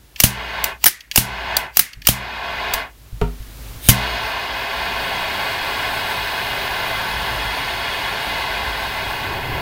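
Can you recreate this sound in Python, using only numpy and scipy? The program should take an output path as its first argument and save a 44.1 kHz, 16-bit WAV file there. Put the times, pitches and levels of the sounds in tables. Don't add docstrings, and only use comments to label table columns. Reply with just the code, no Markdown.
import sys
import numpy as np
from scipy import signal
from scipy.fft import rfft, irfft, next_fast_len
from scipy.io import wavfile
from scipy.ndimage import uniform_filter1d, map_coordinates

SR = 44100
rng = np.random.default_rng(int(sys.argv[2]) if len(sys.argv) > 2 else 0)


def inscribe(sig):
    pcm = np.round(np.clip(np.atleast_2d(sig).T, -1, 1) * 32767)
    wavfile.write(sys.argv[1], SR, pcm.astype(np.int16))


N = 423801

# valve opens t/s, gas catches t/s, valve shuts t/s, bleed time/s, pop gain/dB
BURNS = [(0.2, 0.241, 0.65, 0.12, -0.5), (1.152, 1.182, 1.555, 0.17, 0), (2.055, 2.092, 2.739, 0.16, 0),
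         (3.808, 3.89, 9.7, 0.15, 5)]
# t/s, roar level/dB, treble gain/dB, relative hiss/dB
JET_LEVELS = [(0.5, -12, -2.5, -35.5), (1.5, -8, -3, -38), (2.7, -10, -2.5, -35), (4.0, -6.5, 1, -24.5),
              (4.55, -13, -0.5, -32), (5.2, -14.4, 0, -29), (6.2, -15, 0.7, -28), (8.3, -16, 0.5, -30.5),
              (9.0, -18, -0.5, -33), (9.5, -21.5, -3.5, -38.5)]
# f/Hz, relative density/dB
ROAR_SPECTRUM = [(20, -22), (58, -0.5), (85, -11), (120, -8.5), (170, -15.5), (320, -11.5), (520, -8),
                 (700, -4.5), (1000, 0), (2000, -2.5), (2800, -8.5), (4000, -11.5), (5000, -15),
                 (5800, -23), (9000, -38)]
# f/Hz, width/Hz, gain/dB
DESK_RIPPLES = [(188.3, 3.2, 11.5), (330, 19, -9), (361, 84, 3.5), (480.4, 13.3, -11), (596, 16, -4.5),
                (672, 52, 4.5), (874.5, 11.7, 5), (1175, 20, -11), (1278.5, 47, -14.5), (1455, 33, -5.5),
                (1517, 14, 5), (1907, 41.5, -10.5), (2053, 6.5, 8), (2326, 26, -14), (2522, 80, 4.5),
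                (2680, 22, -14.5), (2855, 64, 5), (3254, 57, -3), (3312, 40, 9), (3800, 46, 2),
                (3710, 37, 2), (4410, 120, 2.5), (4880, 23, -10), (5590, 70, -12), (6342, 70, -25.5),
                (6415, 78, 15.5)]
# f/Hz, relative density/dB
HISS_SPECTRUM = [(300, -9), (1000, -10), (3500, 4.5), (6000, -9), (8000, -2.5), (9200, 0), (10300, 0),
                 (13000, 2), (15600, -2)]
# f/Hz, width/Hz, gain/dB
NOZZLE_RIPPLES = [(7160, 100, -10), (7830, 97, -5), (7950, 100, 4.5), (9350, 180, 3.5), (9630, 110, -5),
                  (10670, 330, -2), (12100, 200, -1.5), (14900, 320, 8)]

# t/s, level/dB, chatter length/s
HINGE_SNAPS = [(0.201, 7, 0.004), (0.841, 7.5, 0.0025), (1.159, 17, 0.0024), (1.77, 13, 0.0019),
               (2.070, 15, 0.0043)]
PIEZO_STRIKES = [(.2363, 11.5, 0.0052), (1.175, 15.5, 0.0039), (2.086, 12.5, 0.0047), (3.8873, 9.5, 0.007)]
CAP_SLAMS = [(0.858, 10, 0.0017), (0.8625, 17.5, 0.0038), (0.8731, 10, 0.0039), (.881, 9, .003),
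             (1.793, 21, 0.0018)]
TRIGGER_RETURNS = [(.641, 6, 0.0019), (1.567, 8.5, 0.0028), (2.7365, 2.3, 0.0041), (2.7455, -16, 0.0029)]
LINKAGE_TICKS = [(.160, -18.5, 0.0027), (.174, -36, .002), (1.006, -12, 0.002), (1.1134, 0.5, 0.001),
                 (1.9315, -12.5, 0.0038), (2.0188, -12.5, 0.0012), (2.0505, -13, 0.0027),
                 (3.425, -40, .003)]
# f/Hz, width/Hz, relative level/dB
HINGE_MODES = [(833, 418, -15.0), (2210, 293, -12.3), (2883, 373, -10.9), (5050, 500, -9),
               (5754, 440, -7.5), (7197, 750, -11.9), (9096, 695, -13.8), (11500, 1353, -13.7),
               (12800, 477, -10.1), (14652, 231, 0.0)]
PIEZO_MODES = [(650, 450, -6), (2539, 270, -3.5), (3014, 189, 2.5), (4927, 864, -10.7), (5798, 402, -5.1),
               (7072, 675, -8.1), (9057, 467, -2.1), (11600, 1480, -7.5), (12450, 251, -0.8),
               (13626, 930, -5.6), (15600, 457, -10.6)]
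CAP_MODES = [(735, 207, -21), (1823, 354, -13.7), (2931, 275, -15.4), (5100, 1480, -13.5),
             (6500, 896, -16.0), (8934, 1319, -15.8), (10671, 996, -13.6), (12747, 1364, -14.2),
             (14779, 361, -7.3), (15661, 148, 0.0)]
TRIGGER_MODES = [(800, 548, -12.6), (2500, 1248, -7.5), (3865, 976, -7.6), (4717, 186, 0.0),
                 (5800, 526, -8.0), (7485, 1480, -10.1), (10900, 1316, -12.6), (12510, 436, -7.3),
                 (14100, 681, -5.3), (15630, 508, -2.5)]
LINKAGE_MODES = [(1700, 160, -13.5), (2800, 1030, -2), (3050, 1000, -2), (4500, 660, -11.5),
                 (6360, 1500, -20.5), (12800, 3600, -29)]
# f/Hz, gain/dB
CASE_RADIATION = [(150, 1), (700, -14.5), (1800, -4), (3000, -2), (5500, -1.5), (7800, -2.5), (9500, 1),
                  (13000, 4), (16000, 2)]

# t/s, thump gain/dB, rattle level/dB, contact time/s
KNOCKS = [(1.969, -17, -52, 0.0061), (2.738, -14.5, -56, 0.012), (3.125, -16.5, -58, 0.0084),
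          (3.2136, -18, -6, 0.0022), (3.2185, -8.5, -13, 0.0022), (3.399, -23, -59, 0.011),
          (3.48, -32, -59, 0.012), (3.755, -32, -47, 0.0087)]
# f/Hz, level/dB, t60/s
DESK_MODES = [(49.5, 2, 0.42), (111, 7.5, 0.1), (161, -2.5, 0.27), (245, -9.5, 0.37), (410, -6, 0.26)]
# f/Hz, width/Hz, relative level/dB
DESK_RATTLE = [(428, 49, 9), (708, 125, -0.5), (926, 30, -2), (1140, 130, -3.5), (1400, 90, -6),
               (1880, 210, -10), (2700, 320, -13.5), (3400, 870, -21), (8000, 8500, -34)]
# middle t/s, level/dB, half-length/s
RUMBLE_SWELLS = [(0.4, -35, 0.092), (1.347, -26, 0.17), (2.1, -27, 0.12), (4.144, -28, 0.19),
                 (7.3, -29, 0.18), (8.616, -30, 0.17), (9.2, -38, 0.18)]
# f/Hz, relative density/dB
RUMBLE_SPECTRUM = [(12, -33), (30, -17), (52, 7.5), (80, -11), (120, -6), (170, -19), (300, -20),
                   (800, -41.5)]

# f/Hz, level/dB, t60/s
ROOM_MODES = [(59, -12, 1.63), (120.5, 0.5, 0.38), (154, -5, 0.17), (194.4, -4.5, 0.41), (222, -8, 0.16),
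              (268, -15.5, 0.4), (403, -27.5, 0.36)]
# f/Hz, t60/s
ROOM_DECAY = [(200, 0.18), (2000, 0.23), (6000, 0.22), (15000, 0.14)]
# t/s, level/dB
DRAUGHT_LEVELS = [(3.8, -58), (5.2, -32), (7.2, -31.5), (8.7, -36.5), (9.6, -23)]
# f/Hz, relative density/dB
DRAUGHT_SPECTRUM = [(20, -2), (60, -3), (115, 3), (200, -12.5), (400, -8), (800, -23), (2000, -57)]
# f/Hz, relative density/dB
FLOOR_SPECTRUM = [(20, 3), (60, 7), (130, 4), (250, 5.5), (400, 3), (700, 2), (1600, -0.3), (4000, -2),
                  (6000, -5), (8500, -7.5), (11500, -5), (15500, -4.5)]

OPEN_S, CATCH_S = 0.055, 0.031
BLEED_DB, BLEED_POWER = 22, 2.86
TREBLE_PER_FLOW, HISS_PER_FLOW = 0.9, 1.3
AGC_THRESHOLD_DB, AGC_SHARE = -26.1, 0.728
AGC_AVERAGE_S, AGC_ATTACK_S = 0.18, 0.012
AGC_RECOVERY_DB_PER_S, AGC_START_CUT_DB = 15.5, 14
AGC_LOW_CUT_HZ = 590
BAND_LIMIT_HZ = 15800


def flame(lit, flow_db, split_hz=2900, flutter_db=0.35):
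    level_db, bright_db, _ = curves(JET_LEVELS)
    roar = drift(noise(ROAR_SPECTRUM, DESK_RIPPLES), depth_db=0.4)
    treble = filtered(roar, lambda f: 1 - 1 / (1 + (f / split_hz) ** 9))
    treble_gain = amp(bright_db + TREBLE_PER_FLOW * flow_db)
    envelope = lit * amp(level_db + flow_db + flutter_db * wobble(22))
    return envelope * (roar + (treble_gain - 1) * treble)


def gas_hiss(opened, flow_db, flutter_db=0.8, trim_db=-2.0):
    _, _, level_db = curves(JET_LEVELS)
    envelope = opened * amp(level_db + HISS_PER_FLOW * flow_db + trim_db + flutter_db * wobble(17))
    return envelope * drift(noise(HISS_SPECTRUM, NOZZLE_RIPPLES), depth_db=2.2)


def valve():
    t = np.arange(N) / SR
    opened, lit, flow_db = np.zeros((3, N))
    for opens, catches, shuts, bleed, _ in BURNS:
        now = t >= opens
        opened[now] = np.clip((t[now] - opens) / OPEN_S, 0, 1)
        lit[now] = np.clip((t[now] - catches) / CATCH_S, 0, 1)
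        flow_db[now] = -BLEED_DB * np.clip((t[now] - shuts) / bleed, 0, 2) ** BLEED_POWER
    return opened, lit, flow_db


def ignition_pops(push_db=6, push_s=0.0018):
    track, t = np.zeros(N), np.arange(SR) / SR
    u = t / push_s
    push = -np.e * u * (2 - u) * np.exp(-u)
    pop = amp(push_db) * push - ring(ROOM_MODES, t, attack_s=0.00028)
    for _, catches, _, _, db in BURNS:
        add(track, catches, amp(db) * pop)
    return track


def clicks(contacts, resonances, t60, room_db):
    track = np.zeros(N)
    for s, db, length_s in contacts:
        contact = chatter(db, length_s, t60)
        blow = np.linalg.norm(contact) * signal.unit_impulse(len(contact), round(length_s * SR / 2))
        tail = filtered(room_tail(blow), lambda f: amp(along(CASE_RADIATION, f)))
        direct = filtered(contact, body(resonances))
        add(track, s, direct + amp(room_db) * tail)
    return track


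def chatter(db, length_s, t60):
    t = np.arange(SR // 2) / SR
    return rng.standard_normal(len(t)) * amp(db - 60 * np.maximum(t - length_s, 0) / t60)


def snap_lead_in(relative_db=-26, rise_s=0.013):
    track, t = np.zeros(N), np.arange(SR // 20) / SR
    for s, snap_db, _ in HINGE_SNAPS:
        swell = rng.standard_normal(len(t)) * np.exp((t - t[-1]) / rise_s)
        rush = filtered(swell, body(LINKAGE_MODES + TRIGGER_MODES))
        add(track, s - t[-1], amp(snap_db + relative_db) * rush)
    return track


def cap_spring(hz=1950, width_hz=450, relative_db=-30.0, t60=0.47):
    track, t = np.zeros(N), np.arange(SR // 2) / SR
    for s, slam_db, _ in CAP_SLAMS:
        buzz = filtered(rng.standard_normal(len(t)), body([(hz, width_hz, 0)]))
        add(track, s, unit(buzz) * amp(slam_db + relative_db - 60 * t / t60))
    return track


def desk_knocks(room_db=-5):
    track, t = np.zeros(N), np.arange(SR // 2) / SR
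    wood = ring(DESK_MODES, t, attack_s=0.00086)
    for s, thump_db, rattle_db, touch_s in KNOCKS:
        force = np.hanning(round(touch_s * SR))
        thump = signal.fftconvolve(wood, force / force.sum())[:len(t)]
        rattle = filtered(chatter(rattle_db, length_s=0.002, t60=0.016), body(DESK_RATTLE))
        add(track, s, amp(thump_db) * thump + rattle + amp(room_db) * room_tail(rattle))
    return track


def low_rumble(resting_db=-38, lumps_db=3):
    t = np.arange(N) / SR
    swells = sum(amp(db) * np.exp(-((t - s) / width) ** 2) for s, db, width in RUMBLE_SWELLS)
    return (amp(resting_db) + swells) * amp(lumps_db * wobble(8.4)) * noise(RUMBLE_SPECTRUM)


def draught(lumps_db=1.0):
    level_db, = curves(DRAUGHT_LEVELS)
    return amp(level_db + lumps_db * wobble(12)) * noise(DRAUGHT_SPECTRUM)


def room_tail(x, build_s=0.004):
    hz, t, spectra = signal.stft(rng.standard_normal(SR // 2), SR, nperseg=256)
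    decay = amp(-60 * t / along(ROOM_DECAY, hz)[:, None])
    tail = signal.istft(spectra * decay, SR, nperseg=256)[1]
    tail *= 1 - np.exp(-(np.arange(len(tail)) / SR / build_s) ** 2)
    return signal.fftconvolve(x, tail / np.linalg.norm(tail))[:len(x)]


def room_tone(db=-40.0):
    return amp(db) * noise(FLOOR_SPECTRUM)


def gain_control(x):
    sensed = signal.lfilter(*signal.butter(2, AGC_LOW_CUT_HZ, 'highpass', fs=SR), x)
    level_db = 10 * np.log10(lag(sensed ** 2, AGC_AVERAGE_S) + 1e-12)
    wanted_db = AGC_SHARE * np.maximum(level_db - AGC_THRESHOLD_DB, 0)
    recovered_db = AGC_RECOVERY_DB_PER_S * np.arange(N) / SR
    held_db = np.maximum.accumulate(np.maximum(wanted_db + recovered_db, AGC_START_CUT_DB))
    cut_db = held_db - recovered_db
    return x * amp(-AGC_START_CUT_DB - lag(cut_db - AGC_START_CUT_DB, AGC_ATTACK_S))


def drift(x, depth_db, band_count=7, frame_count=60):
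    spectra = signal.stft(x, nperseg=1024)[2]
    field = rng.standard_normal(spectra.shape)
    for axis, size in enumerate((band_count, frame_count)):
        field = uniform_filter1d(uniform_filter1d(field, size, axis), size, axis)
    return unit(signal.istft(spectra * amp(depth_db * unit(field)), nperseg=1024)[1][:N])


def noise(spectrum, ripples=()):
    def response(f):
        ripple_db = sum(db * np.exp(-.5 * ((f - hz) / width) ** 2) for hz, width, db in ripples)
        return amp(along(spectrum, f) + ripple_db)
    return unit(filtered(rng.standard_normal(N), response))


def body(resonances):
    def response(f):
        h = sum((-1) ** k * amp(db) * 1j * f * width / (hz * hz - f * f + 1j * f * width)
                for k, (hz, width, db) in enumerate(resonances))
        return h / np.sqrt(np.mean(np.abs(h) ** 2))
    return response


def ring(modes, t, attack_s):
    ringing = sum(amp(db - 60 * t / t60) * np.sin(2 * np.pi * hz * t) for hz, db, t60 in modes)
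    return (1 - np.exp(-t / attack_s)) * ringing


def filtered(x, response):
    size = next_fast_len(len(x) + 8192)
    return irfft(rfft(x, size) * response(np.fft.rfftfreq(size, 1 / SR)), size)[:len(x)]


def wobble(rate):
    return map_coordinates(rng.standard_normal(int(N * rate / SR) + 4), [np.arange(N) * rate / SR])


def lag(x, seconds):
    keep = np.exp(-1 / (seconds * SR))
    return signal.lfilter([1 - keep], [1, -keep], x)


def curves(rows):
    times, *columns = np.transpose(rows)
    return [np.interp(np.arange(N) / SR, times, column) for column in columns]


def along(points, hz):
    f, values = np.transpose(points)
    return np.interp(np.log(hz + 1), np.log(f + 1), values)


def add(track, s, sound):
    start = round(s * SR)
    track[start:start + len(sound)] += sound[:N - start]


def amp(db):
    return 10 ** (np.asarray(db) / 20)


def unit(x):
    return x / np.sqrt(np.mean(x ** 2) + 1e-20)


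def scene():
    opened, lit, flow_db = valve()
    jet = flame(lit, flow_db) + gas_hiss(opened, flow_db)
    metal = (clicks(HINGE_SNAPS, HINGE_MODES, t60=0.012, room_db=-8.5)
             + clicks(PIEZO_STRIKES, PIEZO_MODES, t60=0.0055, room_db=-1.5)
             + clicks(CAP_SLAMS, CAP_MODES, t60=0.016, room_db=-10)
             + clicks(TRIGGER_RETURNS, TRIGGER_MODES, t60=0.016, room_db=-11.5)
             + clicks(LINKAGE_TICKS, LINKAGE_MODES, t60=0.03, room_db=-21.5))
    lighter = jet + ignition_pops() + metal + snap_lead_in() + cap_spring()
    return (lighter + low_rumble() + desk_knocks() + draught() + room_tone())[None]


def record(dry):
    clipped = np.clip(gain_control(dry[0]), -1, 1)
    return filtered(clipped, lambda f: 1 / np.sqrt(1 + (f / BAND_LIMIT_HZ) ** 400))[None]


dry = scene()
out = record(dry)
inscribe(out)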